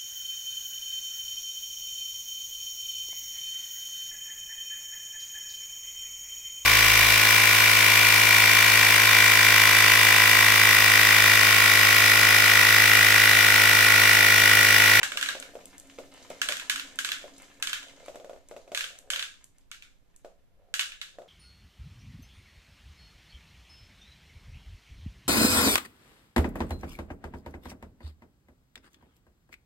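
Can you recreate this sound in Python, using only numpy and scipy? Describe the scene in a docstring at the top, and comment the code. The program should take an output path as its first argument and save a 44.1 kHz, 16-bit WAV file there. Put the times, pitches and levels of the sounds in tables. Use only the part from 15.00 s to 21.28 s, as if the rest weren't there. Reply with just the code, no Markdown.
"""Marbles bouncing among others in a plastic toy truck are the main sound: cracks, then a short ringing shell.
Before they drop in, they knock and circle in a cardboard bowl: dull thuds with a ring and a low rumble.
Before that they run down a cardboard spiral: random taps on its ribs make a rattle, a second stream a hum.
Glass touches glass with tiny clicks. A bare, hard room echoes it all, over a faint background noise.
A two-port microphone stands close by, so the sound is in stereo."""
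import sys
import numpy as np
from scipy import signal
from scipy.fft import rfft, irfft, next_fast_len
from scipy.io import wavfile

SR = 44100
rng = np.random.default_rng(int(sys.argv[2]) if len(sys.argv) > 2 else 0)


def put_to_file(sound):
    """Save the sound as 16-bit audio at rate SR, in the file named by the first command-line argument."""
    columns = np.atleast_2d(sound).T  # one column per channel
    safe = np.clip(columns, -1, 1)
    whole_steps = np.round(safe * 32767)
    wavfile.write(sys.argv[1], SR, whole_steps.astype(np.int16))


N = 276933
TIME = np.arange(N) / SR  # seconds

# Marbles landing and bouncing in the truck: t/s, level/dB, glassy treble/dB, pitch of the clack f/Hz
LANDINGS = [(.0307, 3, -1.5, 2760), (.1189, -6, -5, 2370), (.1719, -1, -2, 2880), (.2112, -5, -3, 3250),
            (.2268, 0.5, -1.5, 2940), (.2594, -6.5, -3, 3270), (.2872, 0, -6, 3730),
            (.425, -14.5, -5, 2370), (1.4159, 2, -1.5, 2720), (1.487, 0.5, -1.5, 3390),
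            (1.5218, -3, -3.5, 3140), (1.5681, -10, -1.5, 3380), (1.5968, -10, -4.5, 2560),
            (1.697, 3.5, -0.5, 3060), (1.759, -6, -4, 2940), (1.796, -7.5, -5, 3070), (1.988, -1, 0, 3050),
            (2.0469, -1.5, -1, 2820), (2.089, -6.5, -5, 3290), (2.1178, -1.5, -5, 3370),
            (2.6244, -1, 0, 2620), (2.6713, -4, -2.5, 3300), (2.6946, -10, -3, 3240),
            (2.7305, -1.5, -5, 3150), (2.829, -19.5, -5, 3660), (3.7472, -3.5, -2, 2600),
            (3.7739, -2.5, -1, 3450), (3.8079, -4.5, -5, 2940), (3.8406, -9, -6, 3270),
            (4.1022, -1.5, 1, 3150), (4.134, -3.5, -6, 3240), (4.1598, -5, -7, 2980),
            (4.1932, -5, -5.5, 3140), (4.2252, -6, -6.5, 3610), (4.714, -14.5, -5, 2340),
            (4.8226, -22, -6.5, 2427), (5.7394, -1.5, -1.5, 2795), (5.7936, 1.5, -5, 2950),
            (5.8096, -5, -4.5, 2940), (5.9194, -16, -16, 2940), (6.014, -9.5, -7, 3700)]
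# How much later the left port hears each landing spot: delay/samples
TRUCK_LAGS = (6, 5, 6, 7)
# One small hop follows every blow: earliest delay (s), range of the delay (s), level against the blow (dB)
HOP_S, HOP_RANGE_S, HOP_DB = 0.034, 0.12, -25
# The shell sounds less hollow as the truck fills (dB per s), and more hollow under a hard blow (dB per dB)
HOLLOW_DB, FILLING_DB_PER_S, HOLLOW_PER_DB = 3, 0.89, 0.1


def truck():
    """Marbles fall on plastic and on each other, each with a small hop; one stereo track per landing spot."""
    spots = np.zeros((len(TRUCK_LAGS), 2, N))
    for k, (s, db, glassy_db, clack_hz) in enumerate(LANDINGS):
        here = spots[k % len(spots)]
        next_spot = spots[(k + 1) % len(spots)]
        hollow_db = HOLLOW_DB - FILLING_DB_PER_S * s + HOLLOW_PER_DB * db
        blow = truck_blow(glassy_db, hollow_db, clack_hz)
        add(here, s + .0006, amp(db) * blow)  # sounds 0.6 ms after the listed time
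        hop_s = s + HOP_S + HOP_RANGE_S * rng.random()
        hop = truck_blow(glassy_db, hollow_db, clack_hz)
        add(next_spot, hop_s, amp(db + HOP_DB) * hop)
    return spots


# Tone of glass striking plastic: f/Hz, level/dB
PLASTIC = [(150, -36.5), (500, -26), (900, -20), (1200, -6), (1600, 2), (1950, -5), (2900, -1),
           (3900, -3.5), (4900, -7.5), (7000, -4.5), (8300, -8), (9600, -12.5), (12000, -12),
           (14500, -20.5)]
# Ring of the loaded plastic truck: f/Hz, level/dB, time to fade by 60 dB t60/s
TRUCK_MODES = [(1320, -8, 0.02), (1490, -2, 0.092), (1653, 4, 0.072), (2250, -3, 0.1), (2300, -4.5, 0.12),
               (2830, -14.5, 0.014), (2940, -4, 0.023), (3110, -14.5, 0.018), (3448, 1.5, 0.065),
               (3730, 4.5, 0.037), (4240, -10, 0.028), (6880, -20.5, 0.023)]
SHELL_RING_DB = -12.5  # against the crack


def truck_blow(glassy_db, hollow_db, clack_hz):
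    """Glass cracks on plastic and on the heap; the bending shell rings briefly."""
    t = TIME[:6144]
    push = unit(contact(t, spread_s=.0028, chatter=1.5))
    # the landing sets the neighbours in the heap clicking, from 8 ms on
    clicks = (rng.random(len(t)) < 130 / SR) * rng.standard_normal(len(t))
    jostle = clicks * np.exp(-t / 0.049) * (t > .008)
    crack = unit(colour(push + amp(-15.5) * jostle, PLASTIC))
    hit = crack + amp(SHELL_RING_DB) * ring(t, TRUCK_MODES, scatter_db=3, detune=.006)
    # a narrow peak for the clack, between the hollow lows and the glassy treble
    clack = [(clack_hz / 1.1, -1), (clack_hz, 4), (clack_hz * 1.057, -1)]
    return unit(colour(hit, [(1700, hollow_db), *clack, (7000, glassy_db)]))


# Marbles knocking against the bowl: t/s, level/dB, contact click against the knock/dB
KNOCKS = [(.016, -24, -17), (.12, -25, -14), (.156, -21.5, -10.5), (0.351, -16, -2), (.536, -27, -25),
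          (.553, -13.5, -15), (.59, -23.5, -14), (.986, -11.5, -12), (1.303, -12.5, -8), (1.493, -12, -5.5),
          (2.241, -16.5, -19), (3.082, -14, -10), (3.145, -20, -12), (3.157, -15.5, -12), (3.199, -21, -11),
          (3.245, -18, -12.5), (3.295, -14, -17), (3.332, -21.5, -12.5), (3.362, -24, -14),
          (3.512, -15, -15), (3.564, -18, -9), (3.677, -24.5, -9.5), (3.718, -13, -9.5),
          (5.247, -17, -16.5), (6.185, -16.5, -18.5), (6.218, -24.5, -13)]
# Ring of the cardboard bowl: f/Hz, level/dB, time to fade by 60 dB t60/s
BOWL_MODES = [(381.9, -3.5, 0.26), (435.5, 2, 0.082), (441, 0.5, 0.23), (526, 2, 0.21), (569.5, 0, 0.41),
              (620, -17.5, 0.07), (658, -12, 0.34), (731, -8.5, 0.47)]
# Tone of a dull knock on cardboard: f/Hz, level/dB
CARDBOARD = [(100, -29), (250, -16.5), (340, -16.5), (440, -2), (620, -0.5), (710, -2), (800, -13),
             (1050, -22.5), (1450, -20.5), (2200, -33.5), (6000, -48.5)]
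# Tone of the bright contact with cardboard: f/Hz, level/dB
SCUFF = [(300, -8), (800, 6.5), (1400, -8), (2000, 0), (3200, -5), (4900, -8), (7200, -5.5), (9800, -16),
         (14000, -17)]
BOWL_RING_DB = -4.5  # against the knock


def bowl():
    """The cardboard floor gives a dull knock and rings on; the contact itself clicks."""
    out, t = np.zeros((2, N)), TIME[:12000]
    for s, db, click_db in KNOCKS:
        knock = unit(colour(contact(t, spread_s=.005, chatter=.6), CARDBOARD))
        click = unit(colour(contact(t, spread_s=.003, chatter=1.6), SCUFF))
        floor_ring = ring(t, BOWL_MODES, scatter_db=0.5, detune=0.0024)
        hit = knock + amp(BOWL_RING_DB) * floor_ring + amp(click_db) * click
        add(out, s + .0005, amp(db) * hit)  # sounds 0.5 ms after the listed time
    return out


# Level of the rattle: the tail of an earlier landing first, then marbles on the spiral,
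# from 3.45 s faint scuffing in the bowl: t/s, level/dB
RATTLE = [(0, -47.5), (.5, -67), (1.0, -62.5), (1.4, -56), (1.95, -60), (2.6, -66.5), (3.0, -62),
          (3.45, -75), (4.4, -81), (6.28, -90)]
# Marbles circling in the bowl: t/s, level/dB
CIRCLING = [(0, -74), (.4, -58.5), (.75, -71), (1.3, -64.5), (1.8, -69), (2.8, -70), (3.0, -59), (3.4, -74),
            (3.7, -65), (4.18, -63.5), (4.38, -91), (5.45, -84), (5.68, -67), (5.85, -72.5), (6.05, -86),
            (6.28, -57)]
# Tone of marbles on the ribs: f/Hz, level/dB
RIBS = [(300, -8), (800, -1.5), (1050, -1), (1200, -2), (1800, -1), (3200, -0.5), (4900, -7), (7200, -3.5),
        (9800, -13.5), (14000, -24.5)]
# Tone of the humming spiral: f/Hz, level/dB
HUM = [(100, -20), (170, -13), (238, -9), (260, -1), (278, 0), (300, -8), (340, -11), (600, -23),
       (1000, -32.5)]
# The hum holds its average level, then fades as the marbles reach the lower turns
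HUM_DB, HUM_UNTIL_S, HUM_FADE_DB_PER_S = -61.5, 2.23, 8.5


def rolling():
    """Many tiny impacts make a pattering rattle, the hum of the spiral and the rumble round the bowl."""
    # dull taps and bright scuffs fall independently
    taps = colour(patter(per_s=350, spread_db=6, decay_s=.0015), [(2500, 0), (5000, -15)])
    scuffs = colour(patter(per_s=500, spread_db=5.7, decay_s=.001), [(2000, -15), (4000, -1)])
    rattle_db = np.interp(TIME, *np.transpose(RATTLE)) + 2.8 * wander(26)
    rattle = steady(colour(taps + scuffs, RIBS)) * amp(rattle_db)

    hum_db = HUM_DB - HUM_FADE_DB_PER_S * np.maximum(TIME - HUM_UNTIL_S, 0)
    hum = steady(colour(grains(per_s=530, spread_db=1.5), HUM)) * amp(hum_db + 0.86 * wander(9.7))

    # the same bumps give a rumble and a faint bright scuffing
    bumps = grains(per_s=420, spread_db=5)
    circling = steady(colour(bumps, CARDBOARD)) + amp(-26.5) * steady(colour(bumps, SCUFF))
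    return rattle + hum + circling * amp(np.interp(TIME, *np.transpose(CIRCLING)))


def patter(per_s, spread_db, decay_s):
    """Random taps, each smeared by the card into its own short burst of noise."""
    power = np.convolve(grains(per_s, spread_db) ** 2, np.exp(-TIME[:256] / decay_s))[:N]
    return np.sqrt(power) * rng.standard_normal(N)


CHANCE_UNTIL_S = 3.9  # chance contacts stop after this time (s)
CONTACT_SCATTER_DB = 11.5  # chance contacts are up to this much louder or softer


def chance_contacts(per_s, db):
    """Contacts at uneven gaps, as rows t/s, level/dB; they follow the rattle's listed level."""
    gap, size = rng.random((64, 2)).T
    s = np.cumsum(2 * gap / per_s)
    level_db = np.interp(s, *np.transpose(RATTLE)) + db + CONTACT_SCATTER_DB * (2 * size - 1)
    return np.column_stack([s, level_db])[s < CHANCE_UNTIL_S]


SCRAPES_PER_S, SCRAPE_DB = 3.1, 24.5  # level against the rattle


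def scrapes():
    """Now and then a short scrape stands out, with the tone of marbles on the ribs."""
    return ticks(chance_contacts(SCRAPES_PER_S, SCRAPE_DB), RIBS)


# Marble touching marble at set times: t/s, level/dB
TOUCHES = [(.4, -13.5), (.6564, -19), (.7813, -21), (.799, -20.5), (1.14, -28.5), (1.9576, -24),
           (2.3818, -25), (2.4207, -26), (3.061, -27), (3.157, -28), (3.487, -26.5), (3.9883, -21),
           (4.4425, -24), (4.5838, -34), (5.1629, -28)]
# Tone of glass on glass: f/Hz, level/dB
GLASS = [(800, -28), (2500, -24.5), (5000, -13), (6500, -3), (8000, 1.5), (9500, -4.5), (12000, -3.5),
         (14500, -19)]
TOUCHES_PER_S, TOUCH_DB = 3.4, 25  # chance touches, level against the rattle


def touches():
    """Hard glass meets hard glass for an instant: bright clicks, some at set times, some by chance."""
    return ticks(TOUCHES, GLASS) + ticks(chance_contacts(TOUCHES_PER_S, TOUCH_DB), GLASS)


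def ticks(events, spectrum):
    """Very short, light contacts with the given tone."""
    out, t = np.zeros((2, N)), TIME[:1024]
    for s, db in events:
        tick = unit(colour(contact(t, spread_s=.0025, chatter=1.3), spectrum))
        add(out, s, amp(db) * tick)
    return out


# The room's echo: f/Hz, time to fade by 60 dB t60/s, level/dB
ROOM = [(200, 0.35, -2.5), (604, 0.21, 4), (1560, 0.3, 5.5), (2930, 0.32, 6.5), (7300, 0.38, 5.5),
        (13460, 0.22, 5)]


def room(x, build_s=0.0013, alike_hz=750):
    """Dense wall echoes: alike at both ports in the bass, unrelated in the treble."""
    t = TIME[:22050]
    hz = np.fft.rfftfreq(len(t), 1 / SR)
    # the first echoes stand apart, later ones merge
    noise = rng.standard_normal((2, len(t)))
    uneven_db = 4.5 * np.exp(-t / 0.11) * rng.standard_normal((2, len(t)))
    mid, side = rfft(noise * amp(uneven_db))
    alike = 1 / (1 + (hz / alike_hz) ** 4)
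    ports = np.sqrt(1 + alike) * mid + np.array([[1], [-1]]) * np.sqrt(1 - alike) * side
    # each band of the echo fades at its own pace
    centres, tail = np.transpose(ROOM)[0], 0
    for share, (_, t60, db) in zip(np.eye(len(ROOM)), ROOM):
        band = irfft(ports * along(list(zip(centres, share)), hz))
        tail = tail + amp(db) * band * np.exp(-np.log(1000) * t / t60)
    tail *= (1 - np.exp(-(t / build_s) ** 2)) / np.sqrt(SR / 10)
    return signal.fftconvolve(x[None], tail, axes=1)[:, :N]


def place(x, lag, wet_db, right_db=0):
    """A source to the right reaches the left port later (lag in samples) and, if right_db is set, softer."""
    direct, all_round = np.broadcast_to(x, (2, N))
    left = np.concatenate([np.zeros(lag), direct])[:N]
    ports = np.array([amp(-right_db / 2) * left, amp(right_db / 2) * direct])
    return ports + amp(wet_db) * room(all_round)  # every call draws its own echoes


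# Tone of the background noise: f/Hz, level/dB
QUIET = [(20, 5), (45, -7), (100, -12.5), (200, -17), (400, -22.5), (1000, -30.5), (3000, -36),
         (8000, -45.5), (14000, -43.5)]


def background():
    """Faint house rumble and hiss: random noise, mostly separate at the two ports."""
    common, left, right = (steady(colour(rng.standard_normal(N), QUIET)) for _ in range(3))
    return amp(-74) * common + amp(-59.5) * np.array([amp(-2) * left, right])


# Tone of the chatter after a blow: f/Hz, level/dB
SCATTER = [(1000, -6), (3500, 1), (6000, -8.5), (9000, -4.5), (14000, -8.5)]


def contact(t, spread_s, chatter):
    """A sharp blow in two rows: towards the microphone, with the chatter of nearby surfaces,
    and summed over all directions, where that chatter averages out."""
    blow = 1. * (t == 0)
    scattered = colour(rng.standard_normal(len(t)) * np.exp(-(t / spread_s) ** 2), SCATTER)
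    return np.array([blow + chatter * unit(scattered), np.hypot(1, chatter) * blow])


def ring(t, modes, scatter_db, detune):
    """A struck body rings in fading tones; each blow weights and tunes them a little differently."""
    hz, db, t60 = np.transpose(modes)[:, :, None]
    weight, shift, phase = rng.standard_normal((3, len(modes), 1))
    waves = np.sin(2 * np.pi * (hz * (1 + detune * shift) * t + phase))
    fade = np.exp(-np.log(1000) * t / t60)
    tones = np.sum(amp(db + scatter_db * weight) * waves * fade, axis=0)
    return unit(tones * (1 - np.exp(-t * 2000)))  # soft start of about half a millisecond


def grains(per_s, spread_db):
    """Random tiny impacts of very unequal size."""
    hits = (rng.random(N) < per_s / SR) * rng.choice([-1, 1], N)
    return hits * amp(spread_db * np.minimum(rng.exponential(size=N), 4))


def wander(per_s):
    """Random ups and downs: straight lines between random points, per_s of them each second."""
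    knots = rng.standard_normal(1024)
    return np.interp(TIME * per_s, np.arange(len(knots)), knots)


def amp(db):
    """Turn decibels into a plain factor."""
    return 10 ** (np.asarray(db) / 20)


def unit(x):
    """Scale each row to an energy of one."""
    return x / np.sqrt(np.sum(x ** 2, axis=-1, keepdims=True))


def steady(x):
    """Scale to a standard deviation of one."""
    return x / np.std(x)


def along(points, hz):
    """Read a spectrum on a log-frequency axis."""
    f, value = np.transpose(points)
    return np.interp(np.log(hz + 1), np.log(f), value)


def colour(x, points):
    """Filter with the given spectrum, so that nothing sounds before its cause."""
    size = next_fast_len(2 * x.shape[-1])
    gain = amp(along(points, np.fft.rfftfreq(size, 1 / SR)))
    # folding the cepstrum forward in time gives a minimum-phase filter
    cepstrum = irfft(np.log(gain), size)
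    cepstrum[1:size // 2] *= 2
    cepstrum[size // 2 + 1:] = 0
    return irfft(rfft(x, size) * np.exp(rfft(cepstrum)), size)[..., :x.shape[-1]]


def add(track, s, sound):
    """Mix a sound in at time s (seconds)."""
    start = max(int(s * SR), 0)
    piece = sound[:, :max(N - start, 0)]
    track[:, start:start + piece.shape[1]] += piece


BOWL_LAG = 2  # samples by which the left port hears bowl and spiral later
TRUCK_RIGHT_DB = 5  # the right port hears the truck directly this much louder


def scene():
    """Truck, bowl and spiral in one room."""
    landings = sum(place(spot, lag, right_db=TRUCK_RIGHT_DB, wet_db=-3.5)
                   for spot, lag in zip(truck(), TRUCK_LAGS))
    knocks = place(bowl(), BOWL_LAG, wet_db=-1.5)
    run = place(rolling() + scrapes(), BOWL_LAG, wet_db=-1.5)
    glass = place(touches(), BOWL_LAG, wet_db=-11)
    return landings + knocks + run + glass + background()


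def record(dry):
    """The recorder cuts the top, steeply above 14.4 kHz."""
    return signal.sosfilt(signal.ellip(8, .2, 70, 14400, fs=SR, output="sos"), dry)


dry = scene()
out = record(dry)
put_to_file(out)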